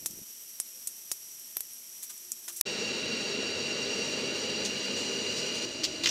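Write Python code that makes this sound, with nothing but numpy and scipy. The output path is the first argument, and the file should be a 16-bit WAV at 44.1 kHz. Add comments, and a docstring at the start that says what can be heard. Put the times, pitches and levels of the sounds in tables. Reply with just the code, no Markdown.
"""A smithy, heard in three scenes with hard cuts. At the anvil steel strips click, slide and ring over a thin hiss:
ticks are bursts of decaying noise through resonances, slides are swarms of random grains.
After a short silence a propane forge burns close by: flame and gas jet are noise shaped by chamber and burner tube,
and tongs scrape on brick. Then the burner is heard from the yard, where steps crunch in dry leaves."""
import sys
import numpy as np
from scipy import signal
from scipy.fft import rfft, irfft
from scipy.io import wavfile
from scipy.ndimage import map_coordinates

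SR = 44100
rng = np.random.default_rng(int(sys.argv[2]) if len(sys.argv) > 2 else 0)


def store_pcm(level_fs):
    """Save levels as 16-bit WAV."""
    pcm = np.round(np.clip(level_fs, -1, 1) * 32767).astype(np.int16)
    wavfile.write(sys.argv[1], SR, np.atleast_2d(pcm).T)


N = 269010
HZ, T = np.fft.rfftfreq(N, 1 / SR), np.arange(N) / SR  # frequency and time axes
BENCH_END, FORGE_START, YARD_START = 2.6135, 2.653, 5.655  # s

# Strip against strip. Each row: start in seconds, relative tick level in dB, relative level of the knock
# into the anvil in dB, chatter decay in seconds, strongest ring in Hz, lift of the lower bending ring in dB.
CLICKS = [(0.06, -3.5, -11, 0.0059, 6000, -6), (0.1092, -19, -39.5, .002, 6000, -15),
          (0.6007, -5, -14, 0.0016, 9400, -11), (0.8728, -6.5, -24, 0.004, 8760, -20),
          (1.1158, -3, -10.5, 0.0046, 5400, -15), (1.398, -24.5, -48, .001, 13400, -15),
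          (1.5687, -7, -12.5, 0.0013, 12000, -10), (1.6065, -9, -18.5, 0.0019, 11600, -8),
          (1.734, -24, -53, 0.00097, 8580, -15), (2.178, -21.5, -44.5, .0015, 7400, -15),
          (2.3188, -7, -24, 0.0016, 7600, -9), (2.6110, 5, -8.5, 0.0034, 7400, 8)]
# Brightness of steel touching steel. Each row: frequency in Hz, level in dB.
STEEL_COLOUR = [(150, -42), (1000, -31), (3000, -19), (4500, -9), (6000, -4), (7500, -1), (9700, 0),
                (12400, -1), (13600, -7), (15000, -7), (15800, -12)]
# Strips sliding into line. Each row: start in seconds, relative level in dB, length scale in seconds,
# ring in Hz, gritty low part in dB relative to the slide.
SLIDES = [(2.025, -38, 0.027, 6440, -12.5), (2.094, -44, 0.024, 7500, -2.5), (2.479, -38, .025, 6000, -1.5),
          (2.518, -47.5, 0.061, 11000, -20), (2.56, -39.5, 0.037, 7500, -27)]
# Spectrum of the gas jet. Each row: frequency in Hz, level in dB.
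JET = [(300, -22), (750, -7.5), (1200, -1.5), (1600, -3.5), (2400, 3.5), (3400, -1.5), (4300, 1),
       (5200, -1.5), (6400, -2.5), (7700, -6), (9000, -13), (11000, -19), (14000, -16.5), (15500, -31)]
# Resonances of the burner tube. Each row: centre in Hz, width in Hz, lift in dB.
TUBE = [(826, 29, 13.5), (926, 29, 11.5), (1030, 20, 4), (1170, 32, 3), (1396, 68, 4), (1494, 57, 8.5),
        (1702, 78, 6), (1944, 67, 4), (2023, 51, 3), (2385, 40, 2.5), (2500, 66, 4), (2801.5, 111, 17),
        (2946, 174, 10), (3260, 110, 4), (3928, 108, 10.5), (4070, 127, 8.5), (4266, 165, 5.5),
        (4620, 220, 9), (4754, 130, 10), (5672, 183, 8.5), (5858, 324, 11), (6926, 160, 12.5),
        (8450, 270, 9.5)]
# Dry leaves crushed underfoot. Each row: start in seconds, relative level in dB, length scale in seconds,
# ring in Hz, low crack in dB relative to the crunch.
CRUNCHES = [(5.834, -26, 0.021, 4470, -17), (6.035, -27.5, .015, 4200, -9.5), (6.057, -26, 0.0096, 4570, 1),
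            (6.07, -28, .014, 5900, -4), (6.087, -29.5, 0.023, 5750, -14)]
# The flame swells once and eases off on both sides of its height.
ROAR_TOP_S, ROAR_TOP_DB, ROAR_RISE_DB_PER_S, ROAR_FALL_DB_PER_S = 4.24, -37.5, 1.2, 2


def amp(db):
    """Decibels are a logarithmic measure of amplitude, 20 dB to a factor of ten."""
    return 10 ** (np.asarray(db) / 20)


def unit(x):
    """Normalisation: dividing by the root mean square gives unit power."""
    return x / np.sqrt(np.mean(x ** 2) + 1e-20)


def add(mix, s, sound):
    """Superposition: adds a sound in place from s seconds on, cut at the end of the mix."""
    part = mix[max(round(s * SR), 0):][:len(sound)]
    part += sound[:len(part)]


def shape(points, peaks=()):
    """Spectral envelope in dB: a smooth curve over log frequency plus bell-shaped resonances."""
    f, db = np.transpose(points)
    envelope = np.interp(np.log(HZ + 1), np.log(f), db)
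    for hz, width, lift in peaks:
        envelope = envelope + lift / (1 + (2 * (HZ - hz) / width) ** 2)
    return envelope


def colour(x, db):
    """Minimum-phase filter of unit power gain: its phase is the Hilbert transform of its log gain."""
    log_gain = np.log(unit(amp(db)) + 1e-6)
    mirrored = np.r_[log_gain, log_gain[-2:0:-1]]
    phase = -signal.hilbert(mirrored).imag[:len(HZ)]
    return irfft(rfft(x) * np.exp(log_gain + 1j * phase), N)


def noise(db):
    """Stationary turbulence: Gaussian noise of rms 1 with the given spectrum."""
    return unit(irfft(rfft(rng.standard_normal(N)) * amp(db), N))


def flutter(rate_hz, depth_db):
    """Random amplitude modulation: a gain whose dB value is low-passed noise of rms depth_db."""
    return amp(depth_db * noise(-10 * np.log10(1 + (HZ / rate_hz) ** 4)))


def tinted(x, hz, ring_db, q):
    """Resonance: a single damped mode of the touched object adds its ring to the excitation."""
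    b, a = signal.iirpeak(hz, q, fs=SR)
    return x + amp(ring_db) * signal.lfilter(b, a, x)


def rasp(strokes, grain_db, per_s, ring_db, clumps=1):
    """Friction and fracture as a random pulse train; each stroke rises fast and dies away, clumps modulate it."""
    grain_size = amp(grain_db * np.minimum(rng.exponential(1, N), 4))
    happens = rng.random(N) < per_s / SR
    grains = clumps * rng.standard_normal(N) * grain_size * happens
    out = np.zeros(N)
    for s, db, length, hz in strokes:
        u = T[:int(3 * length * SR)] / length
        envelope = (1 - np.exp(-14 * u)) * np.exp(-1.2 * u ** 2)
        swarm = np.roll(grains, -int(s * SR))[:len(u)] * envelope
        add(out, s, amp(db) * unit(tinted(swarm, hz, ring_db, q=12)) / np.sqrt(5))
    return out


def room(x, t60, wet_db):
    """Diffuse reverberation: nearby walls and tools return an exponentially decaying noise tail."""
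    t = T[:SR // 3]
    tail = rng.standard_normal(len(t)) * amp(-60 * t / t60) * (t > .002)
    return x + amp(wet_db) * signal.fftconvolve(x, tail / np.linalg.norm(tail))[:N]


def reflected(x):
    """Comb interference: a few early echoes ripple the spectrum, at unchanged mean power gain."""
    # Bricks and walls nearby. Each row: delay in seconds, share of the direct amplitude.
    walls = [(.0049, .08), (0.009, .15), (0.017, .12), (0.0262, .12)]
    paths = 1 + sum(share * np.exp(-2j * np.pi * HZ * delay) for delay, share in walls)
    return irfft(rfft(x) * paths / np.sqrt(np.mean(abs(paths) ** 2)), N)


def bench_hiss():
    """Resonance-filtered noise: a thin hiss whose level flutters slightly."""
    # Each row: frequency in Hz, level in dB per Hz.
    hiss_spectrum = [(30, -28), (70, -18), (120, -12), (400, -10), (1000, -13), (1600, -11.5), (2500, -6.5),
                     (4300, -6.5), (6500, -1.5), (10000, -1.5), (12800, -3), (14000, -8), (15700, -13)]
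    # Each row: resonance in Hz, width in Hz, lift in dB.
    hiss_peaks = [(234, 58, 5.5), (352, 59, 5.5), (3140, 220, 3.5), (5743, 600, 16), (8030, 670, 5.7),
                  (11470, 730, 9.5), (11980, 320, 10)]
    return amp(-46) * reflected(noise(shape(hiss_spectrum, hiss_peaks))) * flutter(25, 0.6)


def glove():
    """Stick-slip friction: the glove drags over the anvil in random soft bumps, then comes to rest."""
    # Each row: frequency in Hz, level in dB.
    glove_colour = [(30, -12), (80, -3.5), (180, 1.5), (330, -1), (580, -12), (900, -22), (3000, -54)]
    stop_s, release_s = 0.25, .03
    drag = np.clip((stop_s - T) / release_s, 0, 1)
    bumps = flutter(rate_hz=70, depth_db=3.2)
    return amp(-57.5) * drag * unit(noise(shape(glove_colour)) * bumps)


def clicks():
    """Impact excites modes: a sharp tick and chatter ring the strips while the anvil takes a dead knock."""
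    # Ring of the strips. Each row: frequency in Hz, level in dB, 60 dB decay time in seconds.
    strips = [(4400, -29, 0.025), (5310, -1, 0.048), (6060, -13, 0.055), (7730, 0, 0.036),
              (8550, -27, 0.031), (9580, 6, 0.037), (10650, -2, 0.034), (12230, 9, .03)]
    # Each row: frequency in Hz, level in dB.
    knock_colour = [(25, -1), (150, -5), (400, -1), (750, -1), (1100, -4), (1800, -1.5), (3200, -2),
                    (6000, 5), (15000, -19)]
    low_ring_ratio = 0.583  # lower bending mode, as a share of the strongest ring
    t = T[:SR // 16]
    ticks, knocks = np.zeros(N), np.zeros(N)
    for s, db, knock_db, chatter, hz, low_ring_db in CLICKS:
        contact = rng.standard_normal(len(t)) * np.exp(-t / chatter)
        contact[0] = 1.4  # the first touch
        contact = tinted(contact, hz, ring_db=4.0, q=8.7)
        contact = tinted(contact, hz * low_ring_ratio, low_ring_db, q=15)
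        add(ticks, s, amp(db) * contact / np.linalg.norm(contact))
        add(knocks, s, amp(knock_db) * np.ones(1))  # a single impulse
    ring = sum(amp(db - 60 * t / t60) * np.cos(2 * np.pi * hz * t) for hz, db, t60 in strips)
    ticks += amp(-14) * signal.fftconvolve(ticks, ring / np.linalg.norm(ring))[:N]
    steel = room(colour(ticks, shape(STEEL_COLOUR)), t60=0.071, wet_db=-8)
    return steel + room(colour(knocks, shape(knock_colour)), t60=0.019, wet_db=-9)


def hums():
    """Frequency glide: integrating a moving frequency gives the phase of faint hums that swell and fade."""
    # Each row: start in seconds, length in seconds, start pitch in Hz, end pitch in Hz, relative level in dB.
    glides = [(0.70, 0.12, 507, 519, -65), (1.979, 0.66, 364, 356, -69), (2.382, 0.3, 349, 342, -61.5)]
    out = np.zeros(N)
    for s, length, start_hz, end_hz, db in glides:
        hz = np.linspace(start_hz, end_hz, int(length * SR))
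        tone = np.sin(2 * np.pi * np.cumsum(hz) / SR)
        add(out, s, amp(db) * np.hanning(len(hz)) * tone)
    return out * flutter(15, 1.7)


def slides():
    """Sliding friction: asperities release swarms of grains, a bright steel part and a gritty lower part."""
    # Each row: frequency in Hz, level in dB.
    grit_colour = [(200, -27), (700, -9), (1500, -3.5), (2400, -3), (4500, -1), (8000, 3.5), (15000, -36)]
    bright_strokes = [row[:4] for row in SLIDES]
    grit_strokes = [(s, db + low, length, 2350) for s, db, length, hz, low in SLIDES]
    bright = rasp(bright_strokes, grain_db=2, per_s=9400, ring_db=-6)
    grit = rasp(grit_strokes, grain_db=1.5, per_s=3300, ring_db=-17)
    steel = room(colour(bright, shape(STEEL_COLOUR)), t60=0.071, wet_db=-8)
    return steel + room(colour(grit, shape(grit_colour)), t60=0.019, wet_db=-9)


def roar_level():
    """Linear dB ramps, that is exponential growth and decay, set the strength of the flame."""
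    rise = ROAR_RISE_DB_PER_S * (ROAR_TOP_S - T)
    fall = ROAR_FALL_DB_PER_S * (T - ROAR_TOP_S)
    return ROAR_TOP_DB - np.maximum(rise, fall)


def flame():
    """Combustion roar: low broadband noise excites the resonances of the chamber and the shed."""
    # Each row: frequency in Hz, level in dB.
    roar = [(25, -45), (50, -33), (80, -19.5), (130, -15), (230, -8.5), (330, -10.5), (460, -2),
            (620, -10.5), (720, -19), (1100, -36), (3000, -60)]
    # Resonances and hollows. Each row: centre in Hz, width in Hz, lift in dB.
    chamber = [(96.2, 8.7, 9.5), (144.4, 8.7, 10.5), (164.5, 12.5, -8), (197.6, 7.8, 9), (221.7, 16, 8.5),
               (250, 24, 5), (272.8, 13, 6.5), (297, 15, -9.5), (331, 43, 7), (358, 9.4, -6),
               (395.5, 22, 7.5), (464, 21, 1), (575, 10, -2), (601, 15, 3.5), (630, 21, 4.5)]
    return amp(roar_level()) * noise(shape(roar, chamber)) * flutter(41, 0.59)


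def jet():
    """Jet turbulence excites tube modes; reading the noise at a varying rate makes their pitch drift."""
    # Slow drift of the tube. Each row: time in seconds, factor on its pitch.
    tube_drift = [(3.15, 0.98), (5.0, 1), (5.5, 1.002)]
    tube = shape(JET, TUBE)
    side = (HZ / 5000) ** 12 + 1e-9  # hiss lies below 5 kHz, fizz above
    read_at = [np.cumsum(np.interp(T, *np.transpose(tube_drift)))]  # in samples
    hiss = map_coordinates(noise(tube - 10 * np.log10(1 + side)), read_at, order=5, mode="wrap")
    fizz = map_coordinates(noise(tube - 10 * np.log10(1 + 1 / side)), read_at, order=5, mode="wrap")
    # the broad rush below the main whistle swells with the flame
    rush_hz, rush_db, rush_follow = 2000, .7, 0.57  # upper edge, lift, dB per dB of roar
    rush = irfft(rfft(hiss) / (1 + (HZ / rush_hz) ** 8), N)
    hiss = hiss - rush + rush * amp(rush_db + rush_follow * (roar_level() - ROAR_TOP_DB))
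    fizz_db = -42 + 0.58 * (T - FORGE_START)  # grows by 0.58 dB per second
    gas = amp(-35.5) * hiss + amp(fizz_db) * fizz * flutter(5.1, 1.0)
    return reflected(gas * flutter(35, 0.33))


def tongs():
    """Scraping friction: tongs and billet on firebrick release ringing swarms of grains."""
    # Each row: start in seconds, relative level in dB, length scale in seconds, ring in Hz.
    scrapes = [(4.648, -33, 0.031, 6200), (4.96, -42.5, 0.09, 7350), (5.365, -40.5, 0.047, 5195),
               (5.46, -48, .02, 7000), (5.538, -41, 0.054, 4200), (5.615, -43, 0.044, 4720)]
    # Each row: frequency in Hz, level in dB.
    scrape_colour = [(1000, -31), (3000, -2), (4500, 2), (6500, -1), (8500, -5.5), (10500, -18),
                     (14000, -18), (15800, -29)]
    scraping = rasp(scrapes, grain_db=1.5, per_s=6000, ring_db=2)
    return room(colour(scraping, shape(scrape_colour)), t60=0.11, wet_db=-8)


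def yard_burner():
    """Distance alters level and balance: the same burner as two steady noises, heard from farther off."""
    # Each row: frequency in Hz, level in dB.
    yard_roar = [(25, -30), (60, -12), (120, -8.5), (220, -7.5), (335, 5), (420, -3), (530, -6), (630, -2),
                 (740, -19), (1100, -26), (3000, -57)]
    # The rush is weaker. Each row: centre in Hz, width in Hz, lift in dB (0 leaves the band as it is).
    yard_tilt = [(1410, 1500, -1), (14000, 5000, 0)]
    far_flame = amp(-42.5) * noise(shape(yard_roar)) * flutter(25, 0.82)
    far_jet = amp(-38.5) * reflected(noise(shape(JET, TUBE + yard_tilt)))
    return far_flame + far_jet


def steps():
    """Brittle fracture: dry leaves give way in random clumps of fine crackles and lower cracks."""
    # Brightness of the leaves. Each row: frequency in Hz, level in dB.
    leaf_colour = [(300, -21), (1200, -15), (2300, -7), (3200, 2), (4600, -0.5), (5700, 1), (7000, -3),
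                   (9000, -15.5), (11000, -22), (14200, -17), (15800, -39)]
    # Colour of the cracks. Each row: frequency in Hz, level in dB.
    crack_colour = [(200, -13), (1000, -11), (1600, 0), (3000, 6), (4500, -20), (8000, -25), (15000, -44)]
    clumps = flutter(rate_hz=160, depth_db=3.5)
    leaf_strokes = [row[:4] for row in CRUNCHES]
    crack_strokes = [(s, db + low, length, 1750) for s, db, length, hz, low in CRUNCHES]
    leaves = rasp(leaf_strokes, grain_db=1.5, per_s=5600, ring_db=7.5, clumps=clumps)
    cracks = rasp(crack_strokes, grain_db=1.0, per_s=4000, ring_db=-5, clumps=clumps)
    crunch = colour(leaves, shape(leaf_colour)) + colour(cracks, shape(crack_colour))
    return room(crunch, t60=0.09, wet_db=-5.0)


def dulled(x, notch_hz, width_hz, depth_db):
    """Band rejection: a bell-shaped attenuation leaves a narrow hollow in the top treble."""
    hollow_db = -depth_db / (1 + (2 * (HZ - notch_hz) / width_hz) ** 2)
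    return irfft(rfft(x) * amp(hollow_db), N)


def scene():
    """Superposition of sources: anvil, forge and yard follow each other, the same in both channels."""
    anvil = (bench_hiss() + glove() + clicks() + hums() + slides()) * (T < BENCH_END)
    forge = flame() + jet() + tongs()
    yard = yard_burner() + steps()
    burner = dulled(np.where(T < YARD_START, forge, yard), notch_hz=12100, width_hz=640, depth_db=34)
    mono = anvil + burner * np.clip((T - FORGE_START) / 0.012, 0, 1)  # 12 ms fade-in
    return np.array([mono, mono])


def record(dry):
    """Band limiting: a symmetric low-pass removes the treble above 15.8 kHz without phase distortion."""
    lowpass = signal.firwin(301, 15800, window=("kaiser", 8), fs=SR)
    return signal.oaconvolve(dry, lowpass[None], "same")


dry = scene()
out = record(dry)
store_pcm(out)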